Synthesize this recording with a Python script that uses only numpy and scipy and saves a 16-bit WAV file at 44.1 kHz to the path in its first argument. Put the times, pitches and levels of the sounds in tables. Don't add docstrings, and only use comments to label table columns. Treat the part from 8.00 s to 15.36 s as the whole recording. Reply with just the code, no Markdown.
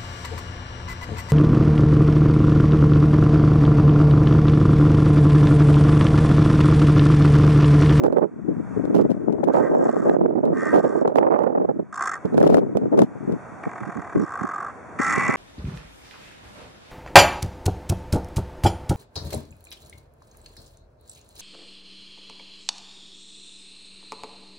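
import sys
import numpy as np
from scipy import signal
from scipy.fft import rfft, irfft, next_fast_len
from scipy.io import wavfile
from scipy.ndimage import uniform_filter1d

SR = 44100
rng = np.random.default_rng(int(sys.argv[2]) if len(sys.argv) > 2 else 0)


def waveform_to_disk(signal):
    frames = np.transpose(np.atleast_2d(signal))
    scaled = np.clip(frames, -1, 1) * 32767
    samples = np.round(scaled).astype(np.int16)
    wavfile.write(sys.argv[1], SR, samples)


N = 324576
TIME = np.arange(N) / SR

# t/s, voice level/dB, burst rate/Hz, gape, formant f/Hz, rasp over voice/dB
MUFFLED_CROAK = [(1.51, -46, 88, 0.56, 1180, -25), (1.56, -42, 101, 1.1, 1170, -15.5),
                 (1.65, -35, 93, 1.8, 1140, -27.5), (1.75, -48, 75, .9, 1130, -20),
                 (1.85, -41, 68, 1.5, 1170, -17), (2.03, -39.5, 63.5, 1.3, 1170, -20.5),
                 (2.17, -43, 67, 1.3, 1170, -23)]
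HARSH_CROAK = [(2.53, -47.5, 79.7, 1.4, 1150, -23), (2.579, -34, 82.55, 1.94, 1160, -20),
               (2.69, -28.5, 80.45, 1.9, 1185, -23.5), (2.809, -39, 80.55, 1.32, 1145, -21.5),
               (3.025, -40, 83.2, 1.23, 1160, -19.5)]
SHORT_RATTLE = [(3.926, -36.5, 76.3, 1.1, 1230, -27), (3.95, -37, 59.04, 1.1, 1200, -10),
                (4.0, -27, 58.9, 1.1, 1170, -24), (4.025, -23, 74.95, 1.4, 1170, -19),
                (4.045, -30.5, 54.95, 1.33, 1150, -15.5), (4.08, -23, 53.2, 1.65, 1270, -16.5),
                (4.108, -31, 46.94, 1.35, 1270, -20.5), (4.143, -29.5, 43.5, 2, 1190, -17.5),
                (4.157, -31, 100.5, 1.8, 1250, -20), (4.182, -33, 68, 1, 1200, -27)]
LONG_GROWL = [(5.632, -36, 54.53, .05, 1130, -26), (5.68, -40, 51.77, .05, 1170, -31),
              (5.79, -37, 39, 0.13, 1160, -25), (5.87, -37.5, 44.6, .2, 1160, -24.5),
              (6.14, -39, 35.15, 0.2, 1150, -28), (6.21, -38, 54.02, 0.66, 1130, -19),
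              (6.265, -39.5, 73.4, 1.4, 1170, -24), (6.33, -32, 59.77, 1, 1190, -26),
              (6.43, -31.5, 50.64, 0.53, 1173, -26.5), (6.55, -30, 42.7, 0.96, 1160, -27.5),
              (6.67, -31.5, 51.8, .9, 1206, -30.5), (6.715, -36.5, 84.3, .56, 1180, -30)]
OPEN_CAW = [(6.988, -28, 85.34, 2.2, 1246, -21), (7.012, -28, 74.04, 2.65, 1250, -16),
            (7.025, -20.5, 67.73, 1.9, 1240, -17.5), (7.06, -23, 54.97, 2.67, 1320, -18),
            (7.1, -21.5, 70.06, 2.6, 1260, -17), (7.16, -22, 73, 2.85, 1130, -19.5),
            (7.36, -24.5, 66.1, 3.05, 1140, -22)]
# curve, share of each cycle that air flows, membrane f/Hz, pitch jitter (0-1)
CROAKS = [(MUFFLED_CROAK, 0.8, 305, .077), (HARSH_CROAK, 0.78, 305, 0.04), (SHORT_RATTLE, 0.56, 370, 0.09),
          (LONG_GROWL, 0.54, 360, .18), (OPEN_CAW, 1, 275, 0.05)]
# f/Hz, width/Hz, gain/dB at gape 0, 1, 2, 3
THROAT = [(400, 175, -6, -10.5, -16.5, -26), (728, 60, 10, 5, -13.5, -12), (813, 62, 6.5, 6.5, -11, -8),
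          (1326, 25, -17, 7, -3.5, -3.5), (1564, 145, -3, 12.5, -4.5, -5), (1837, 94, -1.5, 2, 1.5, -5),
          (1996, 100, -3.5, -3.5, -3, 3), (2247, 180, -6, -41, -23.5, -4),
          (2590, 250, -38, -31, -36, -15.5)]
# width/Hz, gain/dB at gape 0, 1, 2, 3
FORMANT = (207, 0.5, 17.5, -3.5, -1.5)
# f/Hz, width/Hz, gain/dB at gape 0, 1, 2, 3
BEAK = [(5350, 240, -13, 0.5, 1, 0), (6840, 990, 3, -1.5, -1, 1), (7340, 380, -13, 1, -0.088, -1)]
# f/Hz, level/dB
RASP_SPECTRUM = [(2000, -16), (3400, -6.5), (4500, -7.5), (5150, -3), (5550, 0), (6300, -2.5), (7300, -10),
                 (7900, -0.5), (8600, -5.5), (9500, -5.5), (10400, -16), (11400, -43), (14000, -51)]
# t/s, level/dB, eddy f/Hz at the reference level, left over right/dB
BREEZE = [(0, -24.5, 350, -2), (.24, -23, 433, -6.5), (.29, -43, 400, -5.5), (.44, -31, 270, 14),
          (.68, -34.5, 248, 6), (.88, -24.5, 303, 13), (1.22, -30, 301, 3), (1.6, -24, 440, -4),
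          (2.5, -24.5, 360, -4.5), (3.12, -27, 471, -5.5), (3.35, -24, 530, -9), (3.68, -29, 420, -8),
          (3.87, -46, 326, 3), (4.22, -52.5, 294, 1), (4.35, -19.5, 320, -0.5), (4.8, -32, 339, 3),
          (5.5, -49.5, 277, -4), (6.88, -58.5, 249, -6), (7.1, -34, 286, -2)]
# t/s, length/s, level/dB, left over right/dB
GUSTS = [(0.036, 0.055, -16.5, -7.5), (0.125, 0.025, -26, -14), (0.163, 0.049, -17.5, -13),
         (0.22, 0.04, -19.5, -11), (0.477, 0.053, -22, 4.5), (0.566, 0.045, -26.5, 2),
         (0.763, 0.043, -23, 8), (0.839, 0.015, -22, 6), (0.87, 0.067, -24.5, -4),
         (0.942, 0.096, -15, -8.5), (1.038, 0.024, -17.5, 0), (1.091, 0.034, -20, 8),
         (1.274, 0.08, -21.5, 11.5), (1.377, 0.021, -21.5, 25), (1.431, 0.029, -21.5, 14),
         (1.472, 0.035, -17, -7), (1.529, 0.095, -16.5, -8.5), (1.631, 0.023, -18.5, -10),
         (1.696, 0.2, -20.5, 1.5), (1.823, 0.012, -18.5, -17), (1.858, 0.028, -24, 1),
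         (1.953, 0.013, -18.5, 7), (2.049, .073, -18, 1), (2.137, 0.018, -19.5, -1),
         (2.185, .085, -18.5, -3.5), (2.279, 0.045, -27.5, -13), (2.353, 0.037, -21, -11.5),
         (2.429, 0.11, -21, -3.5), (2.586, 0.016, -25, 1), (2.729, 0.071, -13.5, -4),
         (2.839, 0.033, -16.5, -7.5), (2.942, 0.045, -20.5, -9), (3.013, 0.02, -18.5, -4.5),
         (3.049, 0.042, -19, -1.5), (3.166, 0.044, -16, -5), (3.21, 0.048, -18, -10),
         (3.264, 0.029, -17.5, -3.5), (3.298, 0.068, -18, -8.5), (3.375, 0.13, -21.5, -12.5),
         (3.536, 0.1207, -21.5, 0.5), (3.688, 0.027, -18.5, -7), (3.759, 0.0097, -19, -1),
         (3.788, 0.016, -20.5, -4.5), (3.809, 0.02, -27.5, -3.5), (4.249, 0.027, -21.5, -7.5),
         (4.343, 0.015, -18, -4), (4.373, 0.23, -14, 0), (4.615, 0.042, -23.5, 6),
         (4.752, 0.038, -19.5, -5), (4.81, 0.075, -22.5, -0.5), (4.917, 0.049, -16.5, 1),
         (4.972, 0.07, -11.5, 1), (5.153, 0.024, -33.5, 9), (5.203, 0.071, -34, 10),
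         (5.276, 0.07, -22, 4.5), (5.348, .025, -30, -1), (5.523, 0.023, -39, -6), (5.66, 0.02, -24, -2),
         (5.806, 0.038, -31.5, -7.5), (5.869, 0.03, -31.5, -14), (5.956, 0.049, -31, -9.5),
         (6.15, 0.041, -17, 3.5), (6.188, 0.056, -22.5, -5.5), (6.41, 0.048, -27.5, -6.5),
         (6.997, 0.01, -21, 8.5), (7.175, 0.0096, -20, -15), (7.29, 0.014, -16.5, -3.5),
         (7.351, 0.039, -33.5, -4)]
LULLS = [0.094, .205, .87, 1.033, 1.378, 1.845, 1.88, 1.919, 1.952, 2.178, 2.202, 2.345, 2.418, 2.82, 3.136,
         3.295, 3.381, 4.396, 4.486]
# t/s, relative crack level/dB, relative thump level/dB
BUFFETS = [(0.037, -29.5, -14.5), (0.0647, -38, -13.5), (0.1257, -39, -15.5), (0.184, -42.5, -16),
           (0.226, -64, -25), (0.8536, -38.5, -18.5), (0.9507, -30.5, -20), (1.05, -54, -19),
           (1.105, -36.5, -27), (1.116, -36.5, -16), (1.283, -57, -14), (1.326, -39, -26),
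           (1.4397, -30, -18.5), (1.486, -40, -13), (1.7501, -40, -15.5), (1.892, -36, -12.5),
           (1.966, -62, -16), (2.0956, -35, -9.5), (2.166, -62, -14), (2.2125, -59, -14.5),
           (2.454, -38.5, -27), (2.7399, -47, -12.5), (2.761, -34, -13), (2.841, -57, -24),
           (3.077, -32.5, -16), (3.158, -28, -9.5), (3.17, -44, -31), (3.185, -31, -10.5),
           (3.322, -45, -16), (3.39, -39.5, -15), (3.4356, -42, -19), (4.256, -38, -28),
           (4.3436, -39, -17.5), (4.3791, -25.5, -9.5), (4.404, -32, -18), (4.4287, -28, -16),
           (4.467, -30, -13), (4.476, -25, -23), (4.5003, -31, -12.5), (4.544, -20.5, -8.5),
           (4.57, -31, -11), (4.771, -28, -14), (4.978, -36, -22), (4.992, -22, -17), (5.019, -22.5, -18),
           (5.323, -38.5, -38), (7.179, -40, -21), (7.2989, -32, -24)]
# f/Hz, level/dB
CRACKLE_SPECTRUM = [(700, -25), (2000, 3.5), (3100, 2.0), (5000, -2.5), (10000, -11),
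                    (14000, -9.5), (15500, -23.5)]
# t/s, level/dB
HISS_LEVEL = [(0, -48), (.3, -54.5), (.75, -41.5), (1.3, -50), (2.3, -53.5), (3.3, -54.5), (3.85, -54.5),
              (4.25, -42), (4.7, -49), (5.1, -46), (5.45, -40.5), (6.2, -41.5), (6.9, -41.5), (7.36, -32)]
# f/Hz, level/dB
HISS_SPECTRUM = [(30, -28), (90, -2.5), (200, -1.5), (450, -2), (720, -0.5), (1000, -2.5), (1500, -6),
                 (2200, -15), (2900, -31.5), (4500, -38.5), (6000, -30.5), (9000, -34), (11000, -47.5),
                 (14000, -75.5)]
# f/Hz, width/Hz, gain/dB
DIPS = [(874, 64, -5), (1448, 71, 0.5), (1725, 90, -5), (2104, 120, -5), (3006, 420, -11.5),
        (3986, 340, -16.5), (5070, 450, -14.5), (6060, 79, -17), (8040, 300, -15), (9020, 280, -8.5)]


def raven(breath=0.3, slap_share=0.51, buzz_gain=0.88):
    level_db, _, gape, formant_hz, rasp_db = in_time([row for curve, *_ in CROAKS for row in curve])
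    level_db = level_db + croak_release()
    slaps, flow = np.sum([syrinx(*croak) for croak in CROAKS], axis=0)
    source = rms_one(slaps) + breath * rms_one(flow * rng.standard_normal(N))
    voice = resonate(source, THROAT, gape) + formant(source, formant_hz, gape)
    drive = evened(butter(flow, 210, "low"), seconds=0.11)
    voice = from_db(level_db) * evened(voice, seconds=.01) * np.sqrt(power(drive, seconds=.01))
    puffs = butter(slaps, 330, "low") * drive
    jet = evened(slap_share * rms_one(puffs) + (1 - slap_share) * rms_one(drive ** 2), seconds=0.021)
    hiss = jet * coloured(stereo_noise(0.5), RASP_SPECTRUM)
    buzz = evened(resonate(slaps, BEAK, gape), seconds=0.28)
    rasp = from_db(level_db + rasp_db) * (hiss + buzz_gain * buzz) / np.hypot(1, buzz_gain)
    return voice * panned(-1) + rasp * panned(0)


def syrinx(curve, open_share, membrane_hz, jitter, leak=0.067, sag=0.31, open_s=.0006, close_s=.0017):
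    times, _, rates_hz, *_ = np.transpose(curve)
    sounding = (TIME >= times[0]) & (TIME < times[-1])
    rate_hz = np.interp(TIME, times, rates_hz)
    cycles = np.cumsum(rate_hz * sounding) / SR
    slaps, flow = np.zeros(N), leak * sounding
    age = np.arange(SR // 30) / SR
    for start in np.flatnonzero(np.diff(np.ceil(cycles), prepend=0) > 0):
        burst_s = open_share / rate_hz[start] * np.exp(0.12 * rng.normal())
        opening = 1 - np.exp(-age / open_s)
        pressure = 1 - sag * np.minimum(age / burst_s, 1)
        closing = 1 / (1 + np.exp((age - burst_s) / close_s))
        burst = opening * pressure * closing * from_db(rng.normal())
        flow[start:start + len(age)] += burst[:N - start]
        periods = np.exp(jitter * rng.standard_normal(8)) / membrane_hz
        slap_at = ((open_s + np.cumsum(periods) - periods[0]) * SR).astype(int)
        force = from_db(6 * rng.standard_normal(len(slap_at)))
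        inside = slap_at < min(len(age), N - start)
        slaps[start + slap_at[inside]] += force[inside] * burst[slap_at[inside]]
    return slaps, flow


def resonate(source, resonances, gape):
    out = 0
    for hz, width, *gains_db in resonances:
        out = out + gape_gain(gape, gains_db) * butter(source, [hz - width / 2, hz + width / 2], "band")
    return out


def formant(source, centre_hz, gape, waver=0.025, waver_hz=30):
    width, *gains_db = FORMANT
    hz = centre_hz * (1 + waver * drift(waver_hz))
    carrier = np.exp(2j * np.pi * np.cumsum(hz) / SR)
    ring = 2 * np.real(butter(source / carrier, width / 2, "low") * carrier)
    return gape_gain(gape, gains_db) * ring


def gape_gain(gape, gains_db):
    return from_db(np.interp(gape, np.arange(len(gains_db)), gains_db))


def croak_release(depth_db=-10, release_s=0.015):
    ends = [curve[-1][0] for curve, *_ in CROAKS[:-1]]
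    remaining_s = np.min([np.where(TIME < end + .1, end - TIME, 1) for end in ends], axis=0)
    return depth_db * np.exp(-np.maximum(remaining_s, 0) / release_s)


def squeak(start_s=6.195, end_s=6.265, level_db=-56, first_hz=5750, last_hz=5400, flutter_hz=130):
    along = np.clip((TIME - start_s) / (end_s - start_s), 0, 1)
    whistle = np.sin(2 * np.pi * np.cumsum(first_hz + (last_hz - first_hz) * along) / SR)
    return from_db(level_db) * np.sin(np.pi * along) * whistle * drift(flutter_hz)


def paddock_echo(sound, echo_db=-27, t60_s=0.13, dull_hz=4500):
    age = np.arange(SR // 2) / SR
    scatter = rng.standard_normal((2, len(age))) * from_db(-60 * age / t60_s) * (age > .004)
    scatter = butter(scatter, dull_hz, "low")
    scatter = scatter / np.sqrt(np.sum(scatter ** 2, axis=1, keepdims=True))
    return from_db(echo_db) * signal.fftconvolve(sound, scatter, axes=1)[:, :N]


def airflow(attack_s=0.002, release_s=0.0069, sag_db=1, reference_db=-20, octaves_per_db=.025):
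    breeze_db, eddy_hz, breeze_pan_db = in_time(BREEZE)
    total_power = from_db(breeze_db) ** 2
    weighted_pan = total_power * breeze_pan_db
    for start, length, gust_db, pan_db in GUSTS:
        near = slice(max(int((start - .1) * SR), 0), int((start + length + .1) * SR))
        age = TIME[near] - start
        attack = (1 + np.tanh(age / attack_s)) / 2
        release = (1 + np.tanh((length - age) / release_s)) / 2
        hold = from_db(gust_db + sag_db * (.5 - np.clip(age / length, 0, 1)))
        gust_power = (attack * hold * release) ** 2
        total_power[near] += gust_power
        weighted_pan[near] += gust_power * pan_db
    level_db = 10 * np.log10(total_power) + lulls()
    eddy_hz = eddy_hz * 2 ** (octaves_per_db * (level_db - reference_db))
    return level_db, eddy_hz, weighted_pan / total_power


def lulls(depth_db=-11, width_s=0.0054):
    return depth_db * sum(np.exp(-np.minimum(((TIME - t) / width_s) ** 2, 20)) for t in LULLS)


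def wind_rumble(level_db, eddy_hz, pan_db, trim_db=2, lump_db=2, lump_hz=42, ceiling=0.79):
    lumps = np.minimum(drift(lump_hz), 1.25)
    top_hz = 1.237 * eddy_hz * np.exp(0.16 * lumps)
    bottom_hz = 195 * (eddy_hz / eddy_hz.mean()) ** 0.65
    noises = [stereo_noise(correlation=-0.67) for _ in range(2)]
    edges_hz = 20 * 2 ** (np.arange(16) / 2)
    rumble = 0
    for k, (low, high) in enumerate(zip(edges_hz, edges_hz[1:])):
        hz = np.sqrt(low * high)
        share = 1 / (1 + (hz / top_hz) ** 8.5) / (1 + (bottom_hz / hz) ** 5.3)
        rumble = rumble + np.sqrt(share) * butter(noises[k % 2], [low, high], "band", order=3)
    rumble = rumble * from_db(lump_db * lumps)
    rumble = rumble / np.sqrt(uniform_filter1d(np.mean(rumble ** 2, axis=0), int(0.038 * SR)))
    rumble = from_db(level_db + trim_db) * rumble * panned(pan_db)
    rounded = ceiling * np.tanh(rumble / ceiling)
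    return butter(butter(rounded, 2750, "low", order=4), 75, "high")


def buffets(eddy_hz, pan_db, thump_trim_db=7.5, crack_trim_db=-9.5, crack_s=0.00073, crunch_s=0.017):
    out, age = np.zeros((2, N)), np.arange(SR // 20) / SR
    impulse = 1.0 * (age == 0)
    swell = age / crack_s * np.exp(1 - age / crack_s)
    ragged = np.abs(drift(250))
    ports = np.array([[1.4], [-.4]])
    for t, crack_db, thump_db in BUFFETS:
        start = int(t * SR)
        span = slice(start, start + len(age))
        thump = butter(impulse, eddy_hz[start] * np.array([0.59, 1.88]), "band", order=3)
        thump = butter(butter(thump, 140, "high"), 1700, "low", order=3)
        crunch = from_db(-12) * np.exp(-age / crunch_s) * ragged[span]
        crack = rng.standard_normal(len(age)) * (swell + crunch) + 10 * impulse
        crack = butter(crack, [1000, 4000], "band", order=1)
        hit = from_db(thump_db + thump_trim_db) * thump / np.abs(thump).max()
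        hit += from_db(crack_db + crack_trim_db) * crack / np.std(crack[age < 4 * crack_s])
        out[:, span] += hit * (ports if pan_db[start] > 0 else ports[::-1])
    return out


def crackle(wind_db, level_db=-52.5, threshold_db=-16, knee_db=0.45, grit_db=5, grit_hz=160):
    gate = (1 + np.tanh((wind_db - threshold_db) / knee_db)) / 2
    sputter = coloured(stereo_noise(0.081), CRACKLE_SPECTRUM)
    grit = rms_one(from_db(grit_db * np.minimum(drift(grit_hz), 2)))
    return from_db(level_db) * gate * grit * sputter


def outdoor_hiss():
    level_db, = in_time(HISS_LEVEL)
    return from_db(level_db) * coloured(stereo_noise(0.6), HISS_SPECTRUM)


def hollowed(sound):
    size = next_fast_len(N)
    hz = np.fft.rfftfreq(size, 1 / SR)
    gain_db = sum(db * np.exp(-(2 * (hz - centre) / width) ** 2) for centre, width, db in DIPS)
    return irfft(rfft(sound, size) * from_db(gain_db), size)[..., :N]


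def from_db(db):
    return 10 ** (np.asarray(db) / 20)


def rms_one(x):
    return x / np.sqrt(np.mean(x ** 2) + 1e-20)


def power(x, seconds):
    return np.maximum(uniform_filter1d(x ** 2, int(seconds * SR)), 0) + 1e-3 * np.mean(x ** 2)


def evened(x, seconds):
    return x / np.sqrt(power(x, seconds))


def in_time(rows):
    times, *columns = np.transpose(rows)
    return [np.interp(TIME, times, column) for column in columns]


def butter(x, hz, kind, order=2):
    sections = signal.butter(order, np.clip(hz, 10, .45 * SR), kind, fs=SR, output="sos")
    return signal.sosfilt(sections, x + 1e-18)


def drift(rate_hz):
    coarse = butter(rng.standard_normal(N // 20 + 2000), rate_hz * 20, "low")[1990:]
    return np.interp(np.arange(N) / 20, np.arange(len(coarse)), rms_one(coarse))


def panned(pan_db):
    gains = from_db(np.array([pan_db, -pan_db]).reshape(2, -1) / 2)
    return gains / np.sqrt(np.mean(gains ** 2, axis=0))


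def stereo_noise(correlation):
    mid, side = rng.standard_normal((2, N))
    return rms_one(np.sqrt(1 + correlation) * mid + np.sqrt(1 - correlation) * side * [[1], [-1]])


def coloured(noise, spectrum):
    points_hz, points_db = np.transpose(spectrum)
    size = next_fast_len(N)
    hz = np.maximum(np.fft.rfftfreq(size, 1 / SR), 1)
    gain = from_db(np.interp(np.log(hz), np.log(points_hz), points_db))
    return rms_one(irfft(rfft(noise, size) * gain, size)[..., :N])


def scene():
    bird = raven() + squeak()
    wind_db, eddy_hz, pan_db = airflow()
    airborne = hollowed(bird + paddock_echo(bird) + outdoor_hiss())
    return airborne + wind_rumble(wind_db, eddy_hz, pan_db) + buffets(eddy_hz, pan_db) + crackle(wind_db)


def record(dry, ceiling=.92, low_cut_hz=39, top_cut_hz=15800):
    rounded = dry / (1 + (dry / ceiling) ** 6) ** (1 / 6)
    top_cut = signal.cheby2(12, 70, top_cut_hz, fs=SR, output="sos")
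    return signal.sosfilt(top_cut, butter(rounded, low_cut_hz, "high"))


dry = scene()
out = record(dry)
waveform_to_disk(out)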